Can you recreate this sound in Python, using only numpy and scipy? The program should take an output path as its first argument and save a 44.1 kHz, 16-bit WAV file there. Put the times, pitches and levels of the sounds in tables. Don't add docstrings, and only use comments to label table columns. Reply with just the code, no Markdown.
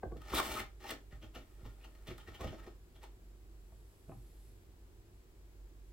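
import sys
import numpy as np
from scipy import signal
from scipy.fft import rfft, irfft
from scipy.io import wavfile

SR = 44100
rng = np.random.default_rng(int(sys.argv[2]) if len(sys.argv) > 2 else 0)


def to_wav(sig):
    pcm = np.clip(np.atleast_2d(sig), -1, 1) * 32767
    pcm = np.round(pcm).astype(np.int16)
    wavfile.write(sys.argv[1], SR, pcm.T)


N = 261072
TIME = np.arange(N) / SR
FREQ = np.fft.rfftfreq(N, 1 / SR)

# start in seconds, end in seconds, film level at the
# start in dB, film level at the end in dB, crackle in dB re film.
DRAG_ROWS = [(0.253, 0.331, -65, -48.5, -10), (0.355, 0.397, -39.5, -37.5, -2.5),
             (0.435, 0.609, -47, -48, -4), (0.816, 0.903, -62.5, -47, -10)]
DRAG_ATTACK_S, DRAG_RELEASE_S = 0.016, 0.0066
# peak in seconds, film level in dB, ring of the caught crease in Hz.
RUB_ROWS = [(.222, -64.5, 1310), (0.6, -45, 2100), (0.909, -46, 1920), (1.415, -73.5, 2160),
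            (1.597, -74, 1380), (1.814, -71, 2580), (1.848, -62.5, 2850), (2.208, -63.5, 3150),
            (2.353, -57.5, 3030), (2.593, -62, 1320), (2.642, -66, 1810), (2.965, -70, 3240),
            (3.035, -59, 920)]
RUB_ATTACK_S, RUB_RELEASE_S, RUB_CRACKLE_DB = 0.016, 0.016, -9.5
# peak in seconds, film level in dB, ring of the
# caught crease in Hz, thud level in dB, contact cut-off in Hz.
DIG_ROWS = [(1.125, -64, 1850, -47.5, 170), (1.233, -61, 3140, -51.5, 350), (1.360, -56, 2910, -49, 544),
            (1.658, -63.5, 1090, -48.5, 225), (2.083, -56, 3160, -45.5, 158),
            (2.110, -58, 2220, -48.5, 267), (2.283, -57, 1870, -49, 311), (2.411, -51, 1080, -41.5, 686),
            (2.442, -56, 806, -41.5, 446), (2.479, -55.5, 3130, -45, 250), (2.531, -60.5, 750, -48, 616),
            (2.672, -63.5, 1100, -49, 337)]
DIG_ATTACK_S, DIG_RELEASE_S, DIG_CRACKLE_DB, DIG_GRIND_S = 0.013, 0.024, -12.5, 0.0095
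# peak in seconds, film level in dB.
SNAP_ROWS = [(.169, -62.5), (.218, -61.5), (.399, -41), (.9055, -39), (.909, -37.5), (1.351, -55),
             (1.950, -65), (2.060, -62), (2.0705, -47), (2.180, -56.5), (2.409, -50), (3.032, -54.5)]
SNAP_ATTACK_S, SNAP_RELEASE_S, SNAP_CRACKLE_DB = 0.0011, 0.0064, -5.5
STIR_START_S, STIR_END_S, STIR_DB, STIR_CRACKLE_DB = 1.35, 2.3, -80, 0
REFERENCE_DB, HOLLOW_DB, HOLLOW_GROWTH = -55, 2.5, 0.88
# frequency in Hz, width in Hz, relative level in dB.
FILM_RINGS = [(1343, 125, 0.5), (1670, 150, -10), (2220, 15, 3), (2328, 140, 5.5), (2925, 71, 1),
              (3190, 66, -3), (3565, 45, 2.5), (4325, 350, -0.5), (4300, 19, 1), (5080, 740, -6.5),
              (6500, 1050, -6)]
# frequency in Hz, width in Hz, relative level in dB.
HOLLOW_RINGS = [(217, 16, 2.5), (255.4, 29, 2.5), (375, 123, -2), (614, 54, 2), (775, 77, 1),
                (886, 76, -1.5), (1057, 54, 0), (1074, 76, -0.5), (1253, 85, -2.5), (1407, 66, 0),
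                (1803, 97, -1.5)]
# frequency in Hz, relative level in dB per Hz.
SLIP_COLOUR = [(300, -18.5), (900, -0.5), (1750, -2), (2500, 2), (3400, 1.5), (4600, -9), (6400, -12),
               (9000, -28), (16000, -20)]
# frequency in Hz, relative level in dB per Hz.
CRACKLE_COLOUR = [(2000, -63), (5000, -17), (7000, -8.5), (8500, 2.5), (11000, -1), (13500, 0.5),
                  (16000, -6.5)]
# peak in seconds, length in seconds, ring in Hz, level in dB.
CREASE_ROWS = [(.337, 0.0035, 1130, -34), (0.366, 0.023, 3630, -39.5), (0.39, 0.014, 1307, -34.5),
               (.401, 0.0025, 1260, -31), (0.571, 0.018, 1280, -43), (.85, 0.0093, 810, -49)]
CATCH_S, CATCH_DB = 0.014, -0.5
# time in seconds, level in dB, contact cut-off in Hz,
# grinding in seconds.
BUMP_ROWS = [(.033, -41, 1210, .003), (.058, -42.5, 199, 0.0043), (.121, -45.5, 730, 0.0064),
             (.163, -46.5, 262, 0.0071), (.318, -45, 230, 0.0089), (.336, -37.5, 705, 0.0043),
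             (.3988, -48, 3000, 0.0022), (.49, -45, 282, 0.017), (.60, -50.5, 298, .008),
             (.918, -48, 390, 0.0022), (1.623, -50, 141, .016), (2.456, -43, 140, .0025)]
# frequency in Hz, T60 in seconds, relative level in dB.
BAG_MODES = [(54.2, 0.22, -4), (102.6, 0.15, -5), (146, 0.084, -4.5), (241, 0.045, -1.5), (336, 0.1, -2),
             (475, 0.034, 3), (641, 0.04, 5.5), (708, 0.025, 8), (810, 0.03, -13), (1170, 0.008, 6),
             (1288, 0.042, 4.5), (1700, 0.044, -3.5), (2310, 0.027, -13)]
# time in seconds, level in dB,
# contact cut-off in Hz, grinding in seconds.
KNOCK_ROWS = [(3.722, -62.5, 1300, 0.0011), (4.094, -47, 417, 0.0075), (4.118, -52, 1180, 0.013),
              (4.15, -57, 450, 0.005)]
# frequency in Hz, T60 in seconds, relative level in dB.
SHAKER_MODES = [(104.6, 0.2, 0.5), (166, 0.12, 2), (263, 0.047, 0), (444, 0.018, 2), (738, 0.063, 2.5),
                (885, 0.03, -2), (1054, 0.046, -3.5), (1250, 0.025, 2.5), (1760, 0.012, 1),
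                (2280, 0.013, 4)]
POUR_START_S, POUR_END_S, POUR_START_DB, POUR_END_DB = 3.88, 4.47, -78, -73
POUR_ATTACK_S, POUR_RELEASE_S = 0.28, 0.11
# frequency in Hz, relative level in dB per Hz.
POUR_COLOUR = [(1000, -11), (4400, -3.5), (6000, -6.5), (7800, -2.5), (9500, 0.5), (11500, 2.5),
               (13000, -4), (15500, -17)]
# frequency in Hz, T60 in seconds.
ROOM_DECAY = [(100, 0.37), (500, 0.25), (3000, 0.23), (8000, 0.2), (16000, 0.16)]
# frequency in Hz, relative level in dB per Hz.
KITCHEN_COLOUR = [(15, -22.5), (30, -8), (38, -12.5), (50, 2), (62, -10), (78, -11.5), (100, -13),
                  (135, -21.5), (200, -24.5), (275, -25.5), (345, -18.5), (520, -31), (1100, -37),
                  (3000, -42.5), (7000, -46), (12000, -46), (15000, -48.5)]
KITCHEN_DB, HUM_HZ, HUM_DB = -57.5, 48.45, -59.5
# frequency in Hz, left minus right in dB.
PORT_BALANCE = [(60, -1.5), (130, -1.5), (280, 0.1), (1000, 1.4), (2300, 2), (4000, 0), (5800, -0.7),
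                (8000, 0)]
PORT_LAG_S, TOP_HZ = 0.00026, 15850


def bag():
    film_gain, hollow_gain, crackle_gain = rubbing()
    steps_s = np.arange(0, TIME[-1], 1 / 260)
    catch_db = 3.3 * np.interp(TIME, steps_s, rng.standard_normal(len(steps_s)))
    catch = unit(undb(catch_db))
    clicks = slips(rate_hz=2800, spread_db=3.5) * catch
    snaps = slips(rate_hz=150, spread_db=-2)
    grit = unit(slips(rate_hz=4200, spread_db=3.8) * catch + undb(-5) * snaps)
    ringing = undb(-5) * through(clicks * film_gain, resonances(FILM_RINGS))
    scrape = undb(-3) * through(grit * film_gain, colour(SLIP_COLOUR))
    hollow = undb(-2) * through(clicks * hollow_gain, resonances(HOLLOW_RINGS))
    crackle = through(grit * crackle_gain, colour(CRACKLE_COLOUR))
    return ringing + scrape + hollow, crackle


def rubbing():
    moves = [(stroke(*drag, DRAG_ATTACK_S, DRAG_RELEASE_S), crackle_db) for *drag, crackle_db in DRAG_ROWS]
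    stir = stroke(STIR_START_S, STIR_END_S, STIR_DB, STIR_DB, DRAG_ATTACK_S, DRAG_RELEASE_S)
    moves += [(stir, STIR_CRACKLE_DB),
              (touches(RUB_ROWS, RUB_ATTACK_S, RUB_RELEASE_S), RUB_CRACKLE_DB),
              (touches(DIG_ROWS, DIG_ATTACK_S, DIG_RELEASE_S), DIG_CRACKLE_DB),
              (touches(SNAP_ROWS, SNAP_ATTACK_S, SNAP_RELEASE_S), SNAP_CRACKLE_DB)]
    film = np.sqrt(sum(gain ** 2 for gain, _ in moves))
    crackle = np.sqrt(sum((gain * undb(db)) ** 2 for gain, db in moves))
    hollow = undb(REFERENCE_DB + HOLLOW_DB) * (film / undb(REFERENCE_DB)) ** HOLLOW_GROWTH
    return film, hollow, crackle


def stroke(start_s, end_s, start_db, end_db, attack_s, release_s):
    early = np.maximum(start_s - TIME, 0) / attack_s
    late = np.maximum(TIME - end_s, 0) / release_s
    level = undb(np.interp(TIME, [start_s, end_s], [start_db, end_db]))
    return level * np.exp(-np.minimum(early ** 2 + late, 20))


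def touches(events, attack_s, release_s):
    return np.sqrt(sum(stroke(s, s, db, db, attack_s, release_s) ** 2 for s, db, *_ in events))


def slips(rate_hz, spread_db):
    sizes = undb(spread_db * np.minimum(rng.exponential(size=N), 4))
    happens = rng.random(N) < rate_hz / SR
    return unit(happens * sizes * rng.choice([-1, 1], N))


def creases(width_share):
    out = 0
    clicks = slips(rate_hz=3900, spread_db=2)
    caught = [(s, CATCH_S, hz, film_db + CATCH_DB) for s, film_db, hz, *_ in RUB_ROWS + DIG_ROWS]
    for peak_s, length_s, hz, db in CREASE_ROWS + caught:
        push = np.exp(-np.minimum(((TIME - peak_s) / length_s) ** 2, 30))
        ring = through(clicks * push, resonances([(hz, width_share * hz, 0)]))
        out = out + undb(db) * ring * np.sqrt(np.sum(push ** 2) / np.sum(ring ** 2))
    return out


def blows(events, modes, grind_db, detune=0.14, size=11025):
    out, t = np.zeros(N + size), TIME[:size]
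    hz, t60_s, mode_db = np.transpose(modes)[:, :, None]
    lead = int(0.025 * SR)
    for hit_s, db, contact_hz, grind_s in events:
        shifted_hz = hz * (1 + detune * rng.uniform(-1, 1, hz.shape))
        rings = undb(mode_db) * np.exp(-np.log(1000) * t / t60_s) * np.sin(2 * np.pi * shifted_hz * t)
        rings[1::2] *= -1
        ring = np.sum(rings / np.sqrt(1 + (hz / contact_hz) ** 4), axis=0)
        force = rng.standard_normal(size) * np.exp(-np.abs(t - t[lead]) / grind_s)
        force *= undb(grind_db) / np.sqrt(np.sum(force ** 2))
        force[lead] += 1
        blow = signal.fftconvolve(force, ring)[:size]
        start = max(int(hit_s * SR) - lead, 0)
        out[start:start + size] += undb(db) * blow / np.sqrt(np.sum(blow ** 2) / (0.013 * SR))
    return out[:N]


def pour():
    gain = stroke(POUR_START_S, POUR_END_S, POUR_START_DB, POUR_END_DB, POUR_ATTACK_S, POUR_RELEASE_S)
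    return through(slips(rate_hz=8300, spread_db=3) * gain, colour(POUR_COLOUR))


def room(size=22050, count=9):
    t, hz = TIME[:size], np.fft.rfftfreq(size, 1 / SR)
    noise = two_ports(size, alike_hz=790, alike_bass=0.8)
    centres_hz = TOP_HZ / 2. ** np.arange(count)[::-1]
    tail = 0
    for centre_hz, share in zip(centres_hz, np.eye(count)):
        band = irfft(noise * np.interp(hz, centres_hz, share), size)
        tail = tail + band * np.exp(-np.log(1000) * t / on_log_axis(ROOM_DECAY, centre_hz))
    return tail * (1 - np.exp(-(t / 0.00098) ** 2))


def kitchen():
    noise = two_ports(N, alike_hz=860, alike_bass=0.95)
    air = unit(irfft(noise * undb(on_log_axis(KITCHEN_COLOUR, FREQ)), N))
    steps_s = np.linspace(0, TIME[-1], 20)
    waver = np.interp(TIME, steps_s, rng.standard_normal(len(steps_s)))
    hum = unit(np.sin(2 * np.pi * HUM_HZ * TIME + 0.32 * waver) * undb(0.5 * waver))
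    return undb(KITCHEN_DB) * air + undb(HUM_DB) * hum


def two_ports(size, alike_hz, alike_bass):
    hz = np.fft.rfftfreq(size, 1 / SR)
    alike = alike_bass / (1 + (hz / alike_hz) ** 2)
    mid, side = rfft(rng.standard_normal((2, size)))
    return mid * np.sqrt(1 + alike) + np.array([[1], [-1]]) * side * np.sqrt(1 - alike)


def left_late(x, lag_s):
    return irfft(rfft(x) * np.exp(-2j * np.pi * FREQ * np.array([[lag_s], [0]])), N)


def undb(db):
    return 10 ** (np.asarray(db) / 20)


def unit(x):
    return x / np.sqrt(np.mean(x ** 2))


def through(x, response):
    response = response / np.sqrt(np.sum(response ** 2, axis=-1, keepdims=True))
    return signal.fftconvolve(x, response, axes=-1)[..., :N]


def on_log_axis(points, hz):
    at_hz, value = np.transpose(points)
    return np.interp(np.log(hz + 1), np.log(at_hz), value)


def colour(points, size=512):
    level_db = on_log_axis(points, np.fft.rfftfreq(size, 1 / SR))
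    cepstrum = irfft(np.log(undb(level_db)))
    cepstrum[1:size // 2] *= 2
    cepstrum[size // 2 + 1:] = 0
    return irfft(np.exp(rfft(cepstrum)))


def resonances(rows, size=8192):
    t = TIME[:size]
    return sum((-1) ** k * undb(db) * width_hz * np.exp(-np.pi * width_hz * t) * np.sin(2 * np.pi * hz * t)
               for k, (hz, width_hz, db) in enumerate(rows))


def scene():
    rustle, crackle = bag()
    rustle = rustle + creases(width_share=0.087)
    crackle = crackle + pour()
    shoves = [(s, db, contact_hz, DIG_GRIND_S) for s, *_, db, contact_hz in DIG_ROWS]
    bag_thuds = blows(BUMP_ROWS + shoves, BAG_MODES, grind_db=3)
    thuds = bag_thuds + blows(KNOCK_ROWS, SHAKER_MODES, grind_db=-2.5)
    direct = undb(-1) * rustle + undb(-0.5) * crackle + undb(2) * thuds
    send = undb(-3.5) * rustle + undb(-6.5) * crackle + undb(-3) * thuds
    reverb = through(send[None], room())
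    return left_late(direct, lag_s=0.00003) + reverb + left_late(kitchen(), lag_s=0.0002)


def record(dry):
    tilt_db = np.array([[1], [-1]]) * on_log_axis(PORT_BALANCE, FREQ) / 2
    ports = rfft(dry) * undb(tilt_db)
    single = 1 / (1 + (7100 / (FREQ + 1)) ** 16)
    late = ports[1] * np.exp(-2j * np.pi * FREQ * PORT_LAG_S)
    left = np.sqrt(1 - single) * ports[0] + np.sqrt(single) * late
    top_cut = signal.ellip(10, 0.2, 70, TOP_HZ, fs=SR, output="sos")
    return signal.sosfilt(top_cut, irfft([left, ports[1]], N))


dry = scene()
out = record(dry)
to_wav(out)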